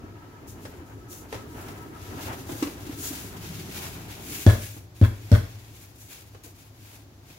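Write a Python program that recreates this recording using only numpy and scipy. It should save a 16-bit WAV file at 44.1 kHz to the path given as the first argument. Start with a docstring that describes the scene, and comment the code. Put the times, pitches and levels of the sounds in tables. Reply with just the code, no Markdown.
"""A steel coffee filter holder is knocked three times on the padded bar of a plastic tub.
Each blow cracks, rings the tub, booms through the counter, rattles loose things and spills grounds.
Around the blows, as the holder is carried across a small kitchen, a sleeve rustles and the hand
bumps and taps. Behind it all a fridge hums, and a faint whirr fades before the first blow."""
import sys
import numpy as np
from scipy import signal
from scipy.fft import rfft, irfft, next_fast_len
from scipy.io import wavfile
from scipy.ndimage import uniform_filter1d, minimum_filter1d, map_coordinates

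SR = 44100
rng = np.random.default_rng(int(sys.argv[2]) if len(sys.argv) > 2 else 0)


def to_wav(s):
    """Save 16-bit WAV."""
    ch = np.atleast_2d(s).T  # columns
    pcm = np.round(np.clip(ch, -1, 1) * 32767)  # PCM
    wavfile.write(sys.argv[1], SR, pcm.astype(np.int16))


N = 325458

# blows on the bar: (time [s], boom [dB], tub ring [dB], crack [dB], rattle [dB], grounds [dB])
BLOWS = [(4.4635, -0.5, -22.5, -16, -25.5, -31), (5.0130, -3, -27.5, -29, -29.5, -38),
         (5.3156, -2.5, -23.5, -20, -27.5, -34.5)]
# A mode is a tone a thing rings at; its ring time is how long it takes to fall by 60 dB.
# the counter's modes: (pitch [Hz], level [dB], ring time [s], rise time [s])
COUNTER_MODES = [(88.6, -.7, .2, .0035), (107.8, -3.5, .27, .0003), (275, -13, .06, .0003),
                 (62, -19, .3, .004), (97, -29, 1.2, .02), (111, -28.5, 1.2, .02), (46, -22, .4, .01)]
# modes of the tub and of the steel holder: (pitch [Hz], level [dB], ring time [s])
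TUB_MODES = [(146.7, -1, 0.12), (229.3, 3.5, 0.16), (288, 0, 0.14), (328.2, 3.5, 0.17), (420, -19, 0.07),
             (532, -5, 0.12), (572.6, -3.5, 0.22), (610, -3, 0.16), (670, -7, 0.21), (790, -34, .14)]
STEEL_MODES = [(950, -7.5, 0.1), (1063, -5, 0.086), (1337, -8, 0.052), (1468, 0.5, 0.042),
               (1580, -3.5, 0.041), (1697, -1, 0.075), (1855, -6.5, 0.048), (2070, -9, 0.13),
               (2283, -10, 0.11), (2640, -14.5, 0.14), (2610, -17, 0.14), (3260, -11, 0.085),
               (3400, -8, 0.1), (3370, -9, 0.12), (3940, -21, 0.1), (4150, -22, 0.12)]
# loose things landing: (time after the blow [s], level [dB])
LANDINGS = [(.011, -2), (.025, 0), (.035, 0.5), (.042, -2)]
# small bumps: (time [s], click [dB], click brightness [dB per octave], thud [dB], thud pitch [Hz])
TAPS = [(0.6508, -34, -0.5, -40, 333), (1.3244, -26.5, -1.5, -14, 416), (1.342, -32, -1, -27, 317),
        (1.351, -37, -1.5, -14, 100), (1.682, -38, 1.5, -34, 420), (2.276, -43, 0, -23.5, 400),
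        (2.329, -40, 0, -23, 374.8), (2.489, -29.5, -3, -16.5, 317), (2.517, -39, 4, -13.5, 294),
        (2.549, -57, -3, -15.5, 302), (2.6234, -25.5, 1, 0, 300), (2.668, -34, -0.5, -17, 298),
        (2.864, -54, 0, -14.5, 298.6), (2.891, -51, -4, -11.5, 294), (2.973, -61, 0, -16.5, 300),
        (3.105, -59, 3, -12, 292), (3.128, -42, -3, -36, 300), (4.764, -39, -7, -32, 300),
        (6.345, -40, -2, -35, 398), (6.441, -46, 4, -29, 296), (6.46, -47, -4, -33, 457),
        (7.298, -48.5, 0.5, -34, 298)]
# sleeve strokes: (start [s], speeding up [s], slowing down [s], light brushing [dB], firm rubbing [dB])
SLEEVE_STROKES = [(.08, .24, 0.3, -68, -71), (0.467, 0.02, .12, -47.5, -61),
                  (.561, 0.072, 0.3, -54.5, -59.5), (.849, 0.013, 0.37, -61, -74),
                  (1.077, 0.042, 0.18, -42.5, -54.5), (1.27, 0.06, 0.21, -51, -51.5),
                  (1.406, 0.21, .52, -50.5, -55), (1.92, 0.14, 0.41, -50, -50),
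                  (2.096, .18, 0.091, -43, -44), (2.319, 0.0081, 0.5, -48, -50.5),
                  (2.458, 0.063, .26, -39.5, -46), (2.571, 0.057, 0.21, -45.5, -46),
                  (2.696, 0.17, 0.89, -47.5, -48.5), (2.945, 0.12, 0.1, -33, -44.5),
                  (3.036, 0.095, .27, -38, -43), (3.361, .008, 0.12, -49, -49.5),
                  (3.388, 0.05, 1, -45.5, -45), (3.664, .105, 0.37, -40.5, -42.5),
                  (4.031, 0.087, 0.22, -46.5, -46.5), (4.172, 0.19, 0.45, -37, -42.5),
                  (4.55, .078, 0.26, -41.5, -47), (4.942, .018, 0.4, -53, -56.5),
                  (5.055, 0.24, 0.98, -53.5, -53.5), (5.489, 0.1, 0.14, -66, -64),
                  (5.592, 0.24, 0.14, -51.5, -57.5), (5.92, 0.1, .22, -50, -60.5),
                  (6.07, 0.043, 0.25, -47, -50.5), (6.25, 0.094, .12, -61, -64),
                  (6.432, 0.0069, .12, -47, -55), (6.52, 0.08, .15, -54, -58),
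                  (6.7, 0.24, 0.14, -51.5, -54.5), (7.21, 0.093, 0.41, -57.5, -57)]
# fingers sliding, and the arm's one swing: (start [s], speeding up [s], slowing down [s], level [dB])
FINGER_SLIDES = [(1.5, 0.15, 0.24, -46), (2.15, .18, 0.087, -38), (2.495, 0.019, 0.21, -46.5),
                 (3.07, 0.052, .04, -41.5), (3.6, 0.17, 0.95, -48.5), (6.1, 0.027, 0.18, -59),
                 (6.8, 0.14, 0.1, -58)]
ARM_SWING = (3, .5, 1.6, -44)
# loudness of the shifting grip and of the whirr: (time [s], level [dB])
GRIP_LEVELS = [(0, -45.5), (1, -46), (2.2, -40), (3.2, -42.5), (4.45, -44.5), (4.9, -58.5), (5.3, -50),
               (6.2, -67), (7.38, -62)]
WHIRR_LEVELS = [(0, -56.5), (.8, -64), (2, -51), (2.6, -64), (3.3, -59), (4, -97)]

# the tone colour of each noise: (frequency [Hz], relative level [dB])
CRACK_COLOUR = [(300, 4.5), (700, 12.5), (1100, -13), (2500, -15), (4500, -6), (6500, -9.5), (8500, -15),
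                (15000, -19)]
TUB_COLOUR = [(120, -32), (190, -28), (260, -2), (480, -1), (680, -21), (1500, -55)]  # the tub's crowd of short-lived modes
RATTLE_COLOUR = [(300, 5), (700, -9), (1100, 1), (1750, -2), (2300, -9.5), (3600, -6.5), (5000, -16),
                 (8500, -40), (15000, -17)]
CLICK_COLOUR = [(200, -3), (450, 7.5), (900, 1), (1900, -2.5), (3500, -7.5), (6000, -10), (8500, -15.5),
                (15000, -24)]
BRUSH_COLOUR = [(2000, -16), (4000, -6), (5400, -4.5), (6200, -2), (7000, 1), (8300, -3.5), (11000, 0.5),
                (15500, -1.5)]
RUB_COLOUR = [(600, -17), (1500, 0), (2350, 1), (3400, 1.5), (4300, -0.5), (6700, -2), (8500, -17),
              (15000, -17)]
ZIP_COLOUR = [(4500, -30), (5600, -4), (6300, 1), (7100, -1), (7800, -9), (9000, -35)]
SCRAPE_COLOUR = [(1500, -29), (1860, -9), (2050, -10), (2350, -1), (2650, -8), (3200, -25), (4500, -22)]
RUMBLE_COLOUR = [(15, -51), (30, -5), (50, -4), (100, 7), (140, -1), (190, -6.5), (280, 0), (400, -3),
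                 (520, -15), (1000, -40), (3000, -68)]
SCUFF_COLOUR = [(250, -0.5), (500, -1), (700, 5.5), (1000, 3.5), (1150, -1), (1350, 1), (1900, -3),
                (3000, -10), (8000, -57)]
SWING_COLOUR = [(60, -57), (125, -8), (165, 0), (215, -8), (300, -22), (900, -56)]
WHIRR_COLOUR = [(600, -40), (880, -22), (960, 4.5), (1060, -37), (1220, -8), (1315, 8.5), (1420, -31),
                (1640, -4), (2000, -30), (3000, -62)]
AIR_COLOUR = [(15, -50), (28, -31), (50, -5), (101, 2), (183, -13), (289, -8), (389, -12.5), (469, -18.5),
              (666, -17.5), (1410, -24.5), (2360, -28), (4620, -28.5), (7100, -30), (8350, -39.5),
              (11200, -34.5), (15500, -35.5)]

# how long the kitchen echoes: (frequency [Hz], ring time [s])
ROOM_RING_TIMES = [(100, 0.35), (500, 0.38), (2000, 0.4), (6000, 0.37), (15000, 0.17)]
# how alike left and right sound: (frequency [Hz], likeness [-1 to 1])
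STEREO_LIKENESS = [(130, 0.97), (290, 0.87), (560, 0.53), (1400, -0.17), (3000, -0.0086), (15000, -0.042)]
# balance of the microphones: (frequency [Hz], left minus right [dB])
MIC_BALANCE = [(100, 2.15), (380, -1), (620, 1.5), (1300, 0.5), (2400, 3), (4400, -0.5), (8100, 2),
               (14000, 6)]

AGE = np.arange(SR * 3 // 5) / SR  # time since a contact [s]


def amp(db):
    """Turn decibels into a gain."""
    return 10 ** (np.asarray(db) / 20)


def at_frequency(points, hz):
    """Read between (frequency, value) points on a log scale."""
    frequencies, values = np.transpose(points)
    return np.interp(np.log(hz + 1), np.log(frequencies), values)


def over_time(points):
    """Join (time, value) points into one value per sample."""
    return np.interp(np.arange(N) / SR, *np.transpose(points))


def wobble(rate):
    """A smooth curve through `rate` random values a second."""
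    values = rng.standard_normal(int(N * rate / SR) + 4)
    return map_coordinates(values, [np.arange(N) * rate / SR])


def filtered(x, response):
    """Scale each frequency in x by response(frequency)."""
    n = x.shape[-1]
    padded = next_fast_len(n + 8192)
    return irfft(rfft(x, padded) * response(np.fft.rfftfreq(padded, 1 / SR)), padded)[..., :n]


def stereo_angle(hz):
    """Half the phase angle between the two microphones."""
    return np.arccos(np.clip(at_frequency(STEREO_LIKENESS, hz), -1, 1)) / 2


def noise(colour, size=len(AGE)):
    """Stereo noise of average power 1: the sides are alike in the bass, unrelated in the treble."""
    def response(hz):
        angle = stereo_angle(hz)
        return amp(at_frequency(colour, hz)) * np.array([np.cos(angle), np.sin(angle)])
    mid, side = filtered(rng.standard_normal((2, size)), response)
    stereo = np.array([mid + side, mid - side])
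    return stereo / np.sqrt(np.mean(stereo ** 2) + 1e-20)


def add(track, start, sound):
    """Mix a sound into the track at `start` seconds."""
    part = track[:, round(start * SR):][:, :sound.shape[-1]]
    part += sound[..., :part.shape[-1]]


def fade(ring_s):
    """Die away by 60 dB in ring_s seconds."""
    return np.exp(-np.log(1000) * AGE / ring_s)


def ring(modes, spread_db, detune):
    """A struck thing rings; each hit gives its modes a slightly different strength and pitch."""
    out = np.zeros((2, len(AGE)))
    for hz, db, ring_s in modes:
        strength, pitch, side, flip = rng.standard_normal(4)
        offset = np.sign(side) * stereo_angle(hz) * np.array([[1], [-1]])
        phase = 2 * np.pi * hz * (1 + detune * pitch) * AGE + offset
        out += amp(db + spread_db * strength) * np.sign(flip) * np.sin(phase) * fade(ring_s)
    return out


def sliding(strokes, slowing=1.3):
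    """Loudness of sliding strokes: each speeds up evenly, then slows to a stop."""
    t = np.arange(N) / SR
    power = np.zeros(N)
    for start, rise, fall, db in strokes:
        attack = np.clip((t - start) / rise, 0, 1)
        release = np.clip(1 - (t - start - rise) / fall, 0, 1) ** slowing
        power += (amp(db) * attack * release) ** 2
    return np.sqrt(power)


def in_room(sound, echo_db):
    """Add the kitchen's echo, in which each frequency dies at its own speed."""
    hz, t, spectrum = signal.stft(noise([(1, 0)]), SR, nperseg=256)
    ring_s = at_frequency(ROOM_RING_TIMES, hz)[:, None]
    tail = signal.istft(spectrum * amp(-60 * t / ring_s), SR, nperseg=256)[1][:, :len(AGE)]
    tail *= 1 - fade(0.043)  # echoes build up as the walls are reached
    echo = signal.fftconvolve(np.atleast_2d(sound), tail / np.linalg.norm(tail[0]), axes=1)
    return sound + amp(echo_db) * echo[:, :len(AGE)]


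def near_walls(sound, echo_db, longest_s=0.008, count=8):
    """Nearby surfaces send back quick copies that colour the sound differently on each side."""
    delays = (rng.uniform(0.0004, longest_s, (2, count)) * SR).astype(int)
    strengths = amp(echo_db) * rng.standard_normal((2, count)) / np.sqrt(count)
    paths = np.zeros((2, SR // 20))
    paths[:, 0] = 1  # the direct sound
    paths[np.arange(2)[:, None], delays] = strengths
    paths /= np.linalg.norm(paths, axis=1, keepdims=True)
    return signal.fftconvolve(sound, paths, axes=1)[:, :sound.shape[1]]


def fridge(hum_hz=103, hum_db=-54, air_db=-51.5):
    """A wavering low hum over the still air of the room."""
    hum = np.sin(2 * np.pi * hum_hz * np.arange(N) / SR + 0.44 * wobble(3.12))
    return amp(hum_db + 1.9 * wobble(10)) * hum + amp(air_db) * noise(AIR_COLOUR, N)


def whirr():
    """Narrow bands of noise flutter near the coffee machine, then fade away."""
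    flutter_db = 3.5 * wobble(24)
    return amp(over_time(WHIRR_LEVELS) + flutter_db) * noise(WHIRR_COLOUR, N)


def hand(scuff_db=-8.5):
    """The shifting grip rumbles, the fingers scuff the handle and the arm's swing adds a hollow swell."""
    grip = amp(over_time(GRIP_LEVELS))
    lumps = amp(1.8 * wobble(25))
    rumble = grip * lumps * noise(RUMBLE_COLOUR, N)
    swing = sliding([ARM_SWING]) * noise(SWING_COLOUR, N)
    scuffing = np.hypot(grip * amp(scuff_db), sliding(FINGER_SLIDES))
    scuff = scuffing * amp(2.4 * wobble(30.06)) * noise(SCUFF_COLOUR, N)
    return rumble + swing + scuff


def sleeve(zip_db=-5, scrape_db=-6, reach_s=3.68):
    """Cloth fibres catch and slip, zipping on light strokes and sounding duller on firm ones."""
    brushing = sliding([(*timing, db) for *timing, db, _ in SLEEVE_STROKES])
    rubbing = sliding([(*timing, db) for *timing, _, db in SLEEVE_STROKES])
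    lightness = brushing / (np.hypot(brushing, rubbing) + 1e-9)
    zipping = brushing * amp(zip_db) * lightness ** 9.9
    arm_out = over_time([(reach_s, 0), (reach_s + 0.073, 1)])
    scraping = rubbing * amp(scrape_db) * arm_out
    catching = amp(1.26 * wobble(45) + 0.88 * wobble(300))
    cloth = (brushing * noise(BRUSH_COLOUR, N) + rubbing * noise(RUB_COLOUR, N)
             + zipping * noise(ZIP_COLOUR, N) + scraping * noise(SCRAPE_COLOUR, N))
    return near_walls(catching * cloth, echo_db=-9)


def taps():
    """Light bumps make a soft thud, then a click; each click has its own brightness."""
    out = np.zeros((2, N))
    for start, click_db, brightness, thud_db, thud_hz in TAPS:
        colour = [(hz, db + brightness * np.log2(hz)) for hz, db in CLICK_COLOUR]
        click = noise(colour) * fade(0.069) * (1 - fade(0.005))
        click = near_walls(click, echo_db=-4.5)
        thud = np.sin(2 * np.pi * thud_hz * AGE) * fade(0.037) * (1 - fade(0.036)) ** 2
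        add(out, start, amp(thud_db) * in_room(thud, echo_db=-11))
        add(out, start + 0.0015, amp(click_db) * in_room(click, echo_db=-7.5))
    return out


def grounds(delay_s=0.02):
    """Fine coffee shakes loose after each blow and sprays the tub with a soft hiss."""
    out = np.zeros((2, N))
    for start, *_, spill_db in BLOWS:
        hiss = noise(BRUSH_COLOUR) * (1 - fade(0.083)) * fade(0.26)
        add(out, start + delay_s, amp(spill_db) * hiss)
    return out


def rattles():
    """Loose things jump at every blow and clatter down in the same order."""
    out = np.zeros((2, N))
    for start, *_, rattle_db, _ in BLOWS:
        for delay, db in LANDINGS:
            clack = ring(STEEL_MODES, spread_db=2.5, detune=0.005) * fade(0.14)  # contact damps it
            chatter = noise(RATTLE_COLOUR) * fade(0.03) + amp(-6) * clack
            add(out, start + delay, amp(rattle_db + db) * in_room(chatter, echo_db=-7))
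    return out


def counter_boom():
    """The counter's modes start in opposite directions, so the boom swells, dips and returns."""
    boom = np.zeros(len(AGE))
    for k, (hz, db, ring_s, rise_s) in enumerate(COUNTER_MODES):
        swell = 1 - np.exp(-AGE / rise_s)
        boom += (-1) ** k * amp(db) * np.sin(2 * np.pi * hz * AGE) * fade(ring_s) * swell
    return boom


def knocks(squeeze_s=0.0015):
    """Steel hits the bar: the counter booms and, once the rubber has squeezed, tub and steel ring."""
    out = np.zeros((2, N))
    boom = counter_boom()
    for start, boom_db, tub_db, crack_db, _, _ in BLOWS:
        add(out, start, amp(boom_db) * in_room(boom, echo_db=-26))
        tub = ring(TUB_MODES, spread_db=2.5, detune=0.0063)
        tub += amp(-3) * noise(TUB_COLOUR) * fade(0.13)
        add(out, start + squeeze_s, amp(tub_db) * in_room(tub, echo_db=-9.5))
        crack = noise(CRACK_COLOUR) * fade(0.022)
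        crack += amp(-19.5) * ring(STEEL_MODES, spread_db=4, detune=0.0081)
        add(out, start + squeeze_s, amp(crack_db) * in_room(crack, echo_db=0))
    return out


def scene():
    """The blows, the handling and the background together."""
    return knocks() + rattles() + grounds() + taps() + sleeve() + hand() + whirr() + fridge()


def record(dry, low_cut_hz=33, top_hz=15800):
    """The left microphone is brighter; deep bass and top treble are cut and loud peaks turned down."""
    heard = filtered(dry, lambda hz: amp(at_frequency(MIC_BALANCE, hz) * np.array([[0.5], [-0.5]])))
    heard = signal.sosfilt(signal.butter(2, low_cut_hz, "high", fs=SR, output="sos"), heard)
    safe_gain = 1 / np.maximum(np.abs(heard).max(axis=0), 1)
    smooth_gain = uniform_filter1d(minimum_filter1d(safe_gain, size=601), size=301)
    return filtered(heard * smooth_gain, lambda hz: hz < top_hz)


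dry = scene()
out = record(dry)
to_wav(out)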